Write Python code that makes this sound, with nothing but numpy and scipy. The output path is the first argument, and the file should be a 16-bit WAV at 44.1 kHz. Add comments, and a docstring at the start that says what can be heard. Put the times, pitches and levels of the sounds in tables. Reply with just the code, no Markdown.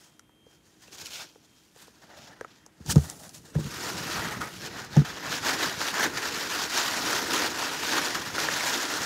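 """Claws and paws scrape a large cardboard box close under a microphone in a quiet, carpeted room.
Room air and a faint wavering hum run throughout; a thin whine comes and goes for the first three seconds.
Light strokes and claw taps come first: sliding fibres hiss as noise bursts and ring the panels.
Near 3 s and again near 5 s paw blows excite the hollow box's modes, among pushes that boom.
Then strong scraping carries on to the end, with a few more taps."""
import sys
import numpy as np
from scipy import signal
from scipy.fft import rfft, irfft, next_fast_len
from scipy.io import wavfile
from scipy.ndimage import uniform_filter1d, map_coordinates

SR = 44100
rng = np.random.default_rng(int(sys.argv[2]) if len(sys.argv) > 2 else 0)


def magnitude_from_level(level_db):
    """Linear magnitude for a level in decibels (20 dB per decade)."""
    exponent = np.asarray(level_db, float) / 20
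    return 10 ** exponent


def master_out(mix):
    """Clip the mix to full scale and print it as 16-bit PCM to the path in sys.argv[1]."""
    frames = np.transpose(np.atleast_2d(mix))
    ceiling = np.clip(frames, -1, 1)
    pcm = np.round(ceiling * 32767).astype(np.int16)
    wavfile.write(sys.argv[1], SR, pcm)


N = 399105  # samples


def unit(x):
    """Normalisation: scales a signal to an rms of 1."""
    return x / np.sqrt(np.mean(x ** 2) + 1e-20)


def along(points, hz):
    """Logarithmic frequency scale: interpolates (Hz, value) points along it."""
    point_hz, value = np.transpose(points)
    return np.interp(np.log(hz + 1), np.log(point_hz + 1), value)


def curves(rows):
    """Linear interpolation in time: one value per sample for each column after the time."""
    s, *columns = np.transpose(rows)
    return [np.interp(np.arange(N) / SR, s, column) for column in columns]


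def wobble(rate):
    """Slow random modulation: a smooth curve through rate random knots a second."""
    return map_coordinates(rng.standard_normal(N // 50), [np.arange(N) * rate / SR])


def filtered(x, response):
    """Linear filtering: multiplies the spectrum by a complex response of frequency."""
    m = next_fast_len(N + SR // 2)
    return irfft(rfft(x, m) * response(np.fft.rfftfreq(m, 1 / SR)), m)[:N]


def coloured(x, spectrum):
    """Spectral colouring: a zero-phase filter through (Hz, dB) points."""
    return filtered(x, lambda hz: magnitude_from_level(along(spectrum, hz)))


def ringing(x, peaks):
    """Modal superposition: causal (Hz, width Hz, dB) resonances summed with alternating signs."""
    def response(f):
        total = 0
        for k, (centre, width, db) in enumerate(peaks):
            resonance = 1j * f * width / (centre * centre - f * f + 1j * f * width)
            total = total + (-1) ** k * magnitude_from_level(db) * resonance
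        return total
    return filtered(x, response)


def patchy(x, depth_db):
    """Wandering contact: random gain patches over frequency and time, depth_db in rms."""
    z = signal.stft(x, nperseg=256)[2]
    field = uniform_filter1d(rng.standard_normal(z.shape), 4, 0)
    field = uniform_filter1d(field, 6, 1)
    return signal.istft(z * magnitude_from_level(depth_db * unit(field)), nperseg=256)[1][:N]


def slips(rate, spread_db, life, smooth):
    """Stick-slip: fibres let go in sudden noise bursts (time constant life s) over a smooth rub."""
    chance, size = rng.random(N), rng.exponential(size=N)
    kicks = (chance < rate / SR) * magnitude_from_level(np.minimum(spread_db * size, 16))
    bursts = signal.lfilter([1], [1, -np.exp(-1 / (life * SR))], kicks)
    return (unit(bursts) + smooth) * rng.standard_normal(N)


# spectrum of the air noise: hz [Hz], level_db [dB, relative]
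ROOM_AIR = [(18, -41), (30, -3.5), (319, -1.5), (512, -11.5), (1010, -14), (1280, -16), (3310, -18),
            (4190, -26), (6380, -25.5), (12000, -25), (16000, -39)]


def room_air():
    """Broadband background noise: random noise given the room's spectrum at a fixed rms."""
    level_db = -64.5
    return magnitude_from_level(level_db) * unit(coloured(rng.standard_normal(N), ROOM_AIR))


# rms of the whine's fundamental: start_s [s], level_db [dB]
WHINE = [(0, -71), (.2, -77), (.5, -65.5), (.65, -83), (.8, -79), (1.3, -72), (1.42, -84), (1.55, -70.5),
         (1.7, -84), (2.3, -88), (2.62, -73), (2.75, -100), (3, -120)]


def appliance():
    """Tonal machine noise: a faint wavering hum and a thin whine with its octave."""
    whine_hz, hum_hz, hum_peak_db = 3190, 315, -69
    turn = 2 * np.pi * np.arange(N) / SR
    whine = np.sin(whine_hz * turn) + magnitude_from_level(-16) * np.sin(2 * whine_hz * turn)
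    whine = magnitude_from_level(curves(WHINE)[0]) * np.sqrt(2) * whine
    return whine + magnitude_from_level(hum_peak_db + 1.1 * wobble(3.96)) * np.sin(hum_hz * turn)


# decay of the room's answer: hz [Hz], t60_s [s]
WALL_DECAY = [(100, 0.18), (1000, 0.03), (8000, 0.058)]


def walls(x):
    """Reverberation: convolution with noise whose every frequency dies at its own speed."""
    hz, t, z = signal.stft(rng.standard_normal(SR // 3), SR, nperseg=256)
    decay = magnitude_from_level(-60 * t / along(WALL_DECAY, hz)[:, None])
    tail = signal.istft(z * decay, SR, nperseg=256)[1]
    delayed = np.pad(x, (300, 0))  # samples
    return signal.fftconvolve(delayed, tail / np.linalg.norm(tail))[:N]


# claw taps: start_s [s], level_db [dB], knock_db [dB, relative], tick_db [dB, relative], pitch_hz [Hz]
TAPS = [(0.194, -45.5, -25, 5, 1400), (0.293, -53, -8, -13, 931), (0.354, -76, -3, 2, 750),
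        (0.465, -52, 5.5, -13, 710), (0.88, -44.5, -6, -10, 2700), (1.357, -48, -1, -21, 833),
        (1.761, -46, -3, -6, 716), (1.879, -49.5, 1, -13, 1020), (2.41, -28, -3.5, -12, 1610),
        (2.446, -27, -13.5, -21, 1310), (2.663, -46, -9, 4, 870), (2.862, -40, -11, 3, 870),
        (2.958, -26.5, -1, 0, 734), (2.98, -27, -8, -6, 725), (3.0992, -36, -25, 9, 840),
        (3.293, -48, -17, 10, 713), (3.552, -35, 5.5, -25, 1680), (3.844, -36, -6, 3, 1330),
        (4.068, -35, -17, -10, 1770), (4.662, -38, -12, 3, 1500), (4.848, -46, -15, 9, 1500),
        (4.866, -52, -21, 4, 1480), (4.967, -19, -5, -17, 706), (5.051, -36, -15, -19, 1350),
        (5.815, -18.5, -25, -10, 1550), (5.941, -22, -34, -9, 1760), (6.659, -40, -19, -11, 1410),
        (7.89, -46, -18, -11, 1600), (8.381, -18, -11, -24, 1430), (8.486, -15, -14, -26, 1710),
        (8.607, -18.5, -27, -12, 2170)]
# panel resonances, also rung by blows and strokes: pitch_hz [Hz], width_hz [Hz], level_db [dB, relative]
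PANEL = [(556, 234, -12), (794, 340, -5), (962, 163, -2), (1264, 208, -4.5), (1465, 240, -5),
         (1886, 320, -4)]


def taps():
    """Dispersion: a claw tip snaps, then the panel rings from high to low and the lid answers last."""
    t = np.arange(SR // 20) / SR
    out, snaps = np.zeros(N + SR), np.zeros(N + SR)
    for s, db, knock_db, tick_db, spot_hz in TAPS:
        modes = [(hz, level - 12.0, .02) for hz, _, level in PANEL]  # Hz, dB, t60 s
        modes += [(spot_hz, -1, .018), (470, knock_db + 5.0, .024)]
        for k, (hz, level, t60) in enumerate(modes):
            ring = magnitude_from_level(db + level + rng.normal(0, 1.5) - 60 * t / t60)
            swell = 1 - np.exp(-t * hz / 0.11)
            late = 1.1 / hz
            wave = (-1) ** k * ring * swell * np.sin(2 * np.pi * hz * t)
            out[round((s + late) * SR):][:len(t)] += wave
        snap = magnitude_from_level(db + tick_db + 8.5 - 60 * t / 0.012) * rng.standard_normal(len(t))
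        snaps[round(s * SR):][:len(t)] += snap
    tick_peaks = [(5040, 1500, 0.5), (6640, 2000, 1), (11500, 5600, -14), (3180, 1200, -7)]
    return out[:N] + ringing(snaps[:N], tick_peaks)


# paw blows: start_s [s], level_db [dB], deep_db [dB, relative], upper_db [dB, relative],
# damping [factor on the decay rate, 1 = free]
BLOWS = [(2.796, -45, 11, 9.5, 1.2), (2.878, -23.5, 12, 2, 2.1), (2.9544, -6.5, 1, -0.5, 1.17),
         (3.409, -57, 3, 2, 1.6), (3.549, -23, 3, -3, 0.65), (3.581, -34.5, -13, 9.5, 0.53),
         (3.642, -27, 5, -8, 1.7), (3.664, -39, -1, -3, 2.3), (4.9606, -17, -5, 2.5, 0.47),
         (5.009, -23.5, -1, 15, 2.7)]
# modes of the hollow box: pitch_hz [Hz], level_db [dB, relative], t60_s [s when free]
HOLLOW = [(80, 2.5, 0.19), (148.3, 18, 0.068), (216, 4, 0.082), (327.5, -1, 0.05), (430, -13, 0.087),
          (554, -2.5, 0.019), (870, -5.5, 0.011)]


def blows():
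    """Dispersion: bending waves run faster at high pitch, so deep modes arrive late and swell."""
    press_s, pressed_t60 = 0.0011, 0.025  # the next paw to land presses the ringing board still
    rattle_db, rattle_t60 = -28, 0.088  # loose flaps buzz after a blow
    t = np.arange(SR // 2) / SR
    out, buzz = np.zeros(N + SR), np.zeros(N + SR)
    gaps = np.diff([row[0] for row in BLOWS], append=N / SR)
    for (s, db, deep_db, upper_db, damping), gap in zip(BLOWS, gaps):
        rattle = magnitude_from_level(db + upper_db + rattle_db - 60 * t * damping / rattle_t60)
        buzz[round((s + .008) * SR):][:len(t)] += rattle
        for hz, level, t60 in HOLLOW:
            late = 0.054 / np.sqrt(hz)
            swell = (1 - np.exp(-t * hz / 1.27)) ** 2
            colour_db = np.interp(hz, [90, 140, 170, 220], [deep_db, 0, 0, upper_db])
            fade_db = 60 * t * damping / t60
            fade_db = fade_db + 60 * np.maximum(t + late - gap - press_s, 0) / pressed_t60
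            gain = magnitude_from_level(db + level + colour_db + rng.normal(0, 1.0) - fade_db)
            out[round((s + late) * SR):][:len(t)] += -gain * swell * np.sin(2 * np.pi * hz * t)
    return out[:N] + buzz[:N] * unit(ringing(rng.standard_normal(N), PANEL[:4]))


# weight shifting the box on the carpet: start_s [s], level_db [dB, rms of the boom]
SHOVES = [(0.0, -76), (.75, -68), (1.11, -64), (1.55, -73), (2.29, -60), (2.75, -70), (2.92, -35.5),
          (3.05, -47), (3.25, -56), (3.53, -54.5), (3.68, -40.5), (3.75, -50), (4.0, -41.5), (4.4, -38.5),
          (4.51, -50.5), (5.17, -48.5), (6.8, -50), (7.11, -47.5), (7.6, -50.5), (8.5, -45), (8.75, -55),
          (9.05, -48)]
# resonances of the enclosed air: pitch_hz [Hz], width_hz [Hz], level_db [dB, relative]
CAVITY = [(72.5, 150, -5), (165, 117, 2.5)]
# resonances of the lid: pitch_hz [Hz], width_hz [Hz], level_db [dB, relative]
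LID = [(279, 158, -0.5), (329, 120, 1.5), (461, 120, -6.5)]


def shoving(ring):
    """Forced resonance: lumpy pushes shake the cavity; pushes and strokes flex the lid."""
    by_claw_db, by_shove_db, lag_s = -7.5, -8, 0.062  # the lid follows strokes sluggishly
    push = magnitude_from_level(curves(SHOVES)[0])
    claw_flex = magnitude_from_level(by_claw_db) * uniform_filter1d(ring, round(lag_s * SR))
    flex = np.hypot(claw_flex, magnitude_from_level(by_shove_db) * push)
    boom = ringing(slips(40, spread_db=1.5, life=0.011, smooth=1.15), CAVITY)
    boom = ringing(boom, [(122, 310, 0)])
    lid = ringing(slips(80, spread_db=-5.5, life=0.09, smooth=0.42), LID)
    lid = ringing(lid, [(361, 274, 0)])
    return push * unit(boom) + flex * unit(lid)


# claw strokes over the board: start_s [s, firmest contact], rise_s [s], fall_s [s],
# level_db [dB, surface drive], ring_db [dB, panel drive relative to surface drive]
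STROKES = [(-0.085, 0.498, 0.15, -55.5, -3), (0.536, 0.057, 0.038, -64, -3),
           (0.676, 0.053, 0.23, -66.5, -4.5), (0.823, 0.02, 0.155, -58.0, -4),
           (0.948, 0.024, 0.023, -45.5, -6), (0.988, 0.012, 0.13, -44, -7.5),
           (1.06, 0.012, 0.016, -38, -30), (1.16, 0.058, 0.064, -39.5, -12),
           (1.219, 0.03, 0.025, -43.5, -4.5), (1.453, 0.024, 0.021, -66.5, -8),
           (1.595, 0.162, 0.18, -64.0, -8.0), (1.814, 0.049, 0.073, -53.5, -4),
           (1.966, 0.058, 0.33, -62, -3.5), (2.038, 0.023, 0.027, -62, 3.5), (2.116, 0.029, 0.04, -65, 10),
           (2.176, 0.024, 0.026, -63, 2.5), (2.242, 0.097, 0.067, -52, -5.5),
           (2.306, 0.05, 0.053, -67.5, 12.5), (2.413, 0.063, 0.082, -63.5, 4.5),
           (2.517, 0.065, 0.102, -61, -3), (2.635, 0.081, 0.113, -84, 17), (2.811, 0.013, 0.392, -72, 2.5),
           (2.896, 0.0044, 0.02, -39.5, 2.5), (2.92, 0.027, 0.0091, -28.5, -10),
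           (3.099, 0.21, 0.058, -54.5, 1), (3.257, 0.115, 0.093, -57.5, -3.0),
           (3.261, 0.038, 0.014, -64, 10.5), (3.35, 0.014, 0.045, -53, -7.0),
           (3.459, 0.017, 0.052, -57.5, -0.5), (3.55, 0.0051, 0.024, -51.5, 4),
           (3.588, 0.009, 0.43, -48.5, -2.5), (3.768, 0.12, 0.34, -41, -1.5),
           (3.893, 0.099, 0.048, -40, 1.5), (4.153, 0.29, 0.18, -37.5, -3), (4.262, 0.2, 0.096, -45, 11),
           (4.417, 0.012, 0.052, -39, 7), (4.542, 0.058, 0.069, -47, -4), (4.63, 0.021, 0.05, -42.5, 2.5),
           (4.669, 0.072, 0.018, -40, -7), (4.798, 0.11, 0.057, -42.5, 2), (4.97, 0.057, 0.055, -40.5, 1.5),
           (5.051, 0.0036, 0.095, -39.5, 1.5), (5.172, 0.021, 0.065, -45, 3.5),
           (5.244, 0.023, 0.11, -41.5, 6), (5.332, 0.04, 0.061, -31.5, -2), (5.466, 0.029, 0.1, -29, 0.5),
           (5.629, 0.034, 0.077, -29.5, 1.5), (5.824, 0.067, 0.031, -33.5, -1.5),
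           (5.877, 0.057, 0.039, -32, 0.0), (5.948, 0.017, 0.015, -39, 2.5),
           (6.041, 0.072, 0.037, -28.5, 3), (6.179, 0.06, 0.032, -36.5, 3.5),
           (6.263, 0.059, 0.022, -34.5, 1.5), (6.31, 0.04, 0.065, -44, 3), (6.387, 0.11, 0.018, -36, -2),
           (6.622, 0.35, 0.059, -33.5, -0.5), (6.773, 0.071, 0.19, -29.5, -1),
           (7.129, 0.24, 0.092, -31.0, 0.5), (7.352, 0.12, 0.19, -29.5, 0.0), (7.433, 0.014, 0.03, -35, 1),
           (7.638, 0.058, 0.13, -33.5, 1.5), (7.915, 0.14, 0.17, -30.5, -1.5),
           (7.986, 0.067, 0.018, -33.5, 6.5), (8.069, 0.041, 0.04, -34, 0), (8.15, 0.1, 0.16, -36.5, 1.5),
           (8.353, 0.0049, 0.16, -34, 1), (8.65, 0.29, 0.41, -31, -1), (8.849, 0.24, 0.022, -49, -0.5),
           (8.936, 0.03, 0.39, -35, 0.5)]


def strokes():
    """Contact force envelope: strokes swell and let go, giving surface and panel drive amplitudes."""
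    drop_db, roundness = 8.5, 1.52  # loss one rise or fall time from the peak; shape of the crest
    linger_db, linger_s = -15.5, 0.074  # fur keeps brushing lightly: level, time constant
    t = np.arange(0, N + 100, 100) / SR
    s, rise, fall, db, ring_db = np.transpose(STROKES)[:, :, None]
    before = (s - t) / np.maximum(rise, .004)
    after = (t - s) / np.maximum(fall, .004)
    away = np.where(t < s, before, after)
    power = magnitude_from_level(db - drop_db * away ** roundness) ** 2
    sums = power.sum(axis=0), (power * magnitude_from_level(ring_db) ** 2).sum(axis=0)
    keep = np.exp(-(t[1] - t[0]) / linger_s)
    sums = sums + magnitude_from_level(linger_db) ** 2 * signal.lfilter([1 - keep], [1, -keep], sums)
    return [np.interp(np.arange(N) / 100, np.arange(len(t)), np.sqrt(p)) for p in sums]


# a flap near the microphone: start_s [s], path_ms [ms, extra path], share [0-1, mirrored amplitude]
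FLAP = [(3.45, 0.57, 0.01), (3.56, 0.48, 0), (3.8, 0.4, 0.05), (4.05, 0.38, 0.01)]


def mirrored(x):
    """Comb filtering: adds the reflection off the flap, whose bands glide as the path changes."""
    path_ms, share = curves(FLAP)
    copy = map_coordinates(x, [np.arange(N) - path_ms * SR / 1000])
    return (x + share * copy) / np.hypot(1, share)


# spectrum of fibres sliding on the surface: hz [Hz], level_db [dB, relative]
SURFACE = [(1200, -13.5), (2300, 2.5), (3500, 2.5), (5500, 3), (7000, 0), (8500, -17.5), (11000, -21.5)]


def surface_hiss(fine, hard_db):
    """Friction noise: harder contact favours the bright half and a thin ring of the liner."""
    hiss = patchy(coloured(fine, SURFACE), depth_db=1.5)
    dull = coloured(hiss, [(1500, 0), (5500, -6), (12000, -24)])
    bright = hiss - dull + 0.25 * ringing(hiss, [(7700, 1360, 0)])
    return (magnitude_from_level(-hard_db) * dull + magnitude_from_level(hard_db) * bright) / np.std(hiss)


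# spectrum of the fizz: hz [Hz], level_db [dB, relative]
FIZZ = [(5000, -56), (8000, 1.5), (10000, 0), (13400, -2), (16000, -10)]


def surface_fizz(fine, hard_db, fuzz_db):
    """High-frequency friction noise: harder contact takes the very top off."""
    fizz = unit(patchy(coloured(fine, FIZZ), depth_db=2.9))
    top = coloured(fizz, [(9000, -40), (12000, -1), (14000, -14)])
    return magnitude_from_level(-12 + fuzz_db) * (fizz - top + magnitude_from_level(-1.5 * hard_db) * top)


def flutes(pitch_hz, rate, cycles, scatter, spread_db):
    """Plucked resonance: claws on the corrugation start short damped rings near the local pitch."""
    draw = rng.random((round(rate * N / SR), 3))
    t = np.arange(SR // 60)  # samples
    start = (draw[:, 0] * N).astype(int)
    hz = pitch_hz[start] * np.exp(scatter * (2 * draw[:, 1] - 1))
    size = magnitude_from_level(np.minimum(-spread_db * np.log(1 - draw[:, 2]), 14))
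    turns = hz[:, None] * t / SR
    rings = size[:, None] * np.exp(-turns / cycles) * np.sin(2 * np.pi * turns)
    return unit(np.bincount((start[:, None] + t).ravel(), rings.ravel())[:N])


def panel_ring(catches, pitch_hz, low_db):
    """Structural resonance: fibre slips ring the panels, with plucked flutes on top."""
    panel = unit(patchy(ringing(catches, PANEL), depth_db=1.0))
    low = coloured(panel, [(600, -4), (850, -9.5), (1300, -79)])
    plucks = flutes(pitch_hz, 260, cycles=9.8, scatter=0.15, spread_db=-1.5)
    return magnitude_from_level(low_db) * low + panel - low + .5 * plucks


# where the claws work: start_s [s], pitch_hz [Hz, flute ring], hard_db [dB, bright up and dull down],
# low_db [dB, low panel gain], fuzz_db [dB, fizz gain]
SPOT = [(0.0, 1490, 6, 8, 7), (0.4, 1400, 5, 12, 2), (0.83, 1740, 5, 0.1, 2), (1.2, 1450, -2.5, 10, -3),
        (1.48, 1380, 3, 12, -1), (1.8, 1640, 1.5, -1, 6.5), (2.15, 1520, -1, 18, -6),
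        (2.55, 1550, -1, -1, -8), (2.92, 1520, 7, 6, 7.5), (3.2, 1370, 10.5, 18.5, 16.5),
        (3.45, 1550, 7, 12, 7.5), (3.68, 1375, 0, -13, 0.5), (3.9, 1416, 0.5, 6.5, -0.5),
        (4.2, 1405, -4.5, 1, -1), (4.51, 1440, -1, 4.5, 3), (4.75, 1650, -2.5, 5, -6),
        (5.2, 1600, -4, 2, -4.5), (5.5, 1530, -1.5, 3, -2.5), (6.35, 1573, -2.5, -3, -3),
        (7.0, 1450, -0.7, 3, -1.5), (8.0, 1650, -3, 0, -2.5), (9.05, 1520, 0.3, 4, -2)]


def scraping(drag, ring):
    """Stick-slip excitation: one jerky motion drives the surface hiss, the fizz and the panel ring."""
    pitch_hz, hard_db, low_db, fuzz_db = curves(SPOT)
    catches = slips(110, spread_db=-3.0, life=0.0096, smooth=1.62)
    fine = catches + 1.26 * slips(900, spread_db=12.5, life=0.00024, smooth=0.16)
    surface = surface_hiss(fine, hard_db) + surface_fizz(fine, hard_db, fuzz_db)
    return mirrored(drag * surface) + ring * panel_ring(catches, pitch_hz, low_db)


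def scene():
    """Superposition: a close, dry box over the background, the same signal in both channels."""
    hits = taps() + blows()
    drag, ring = strokes()
    background = room_air() + appliance() + magnitude_from_level(-18.0) * walls(hits)
    mono = background + hits + shoving(ring) + scraping(drag, ring)
    return np.array([mono, mono])


def top_cut(x):
    """Nothing passes above the cut-off."""
    return signal.sosfilt(signal.butter(12, 16670, fs=SR, output="sos"), x)


# response of the microphone: hz [Hz], level_db [dB]
MIC = [(25, -32), (40, -10.5), (60, -0.5), (100, -0.5), (15700, 0), (15900, -60)]


def record(dry):
    """Band limiting: the microphone drops the deepest bass and the top."""
    mix = np.array([coloured(channel, MIC) for channel in dry])
    return top_cut(mix)


dry = scene()
out = record(dry)
master_out(out)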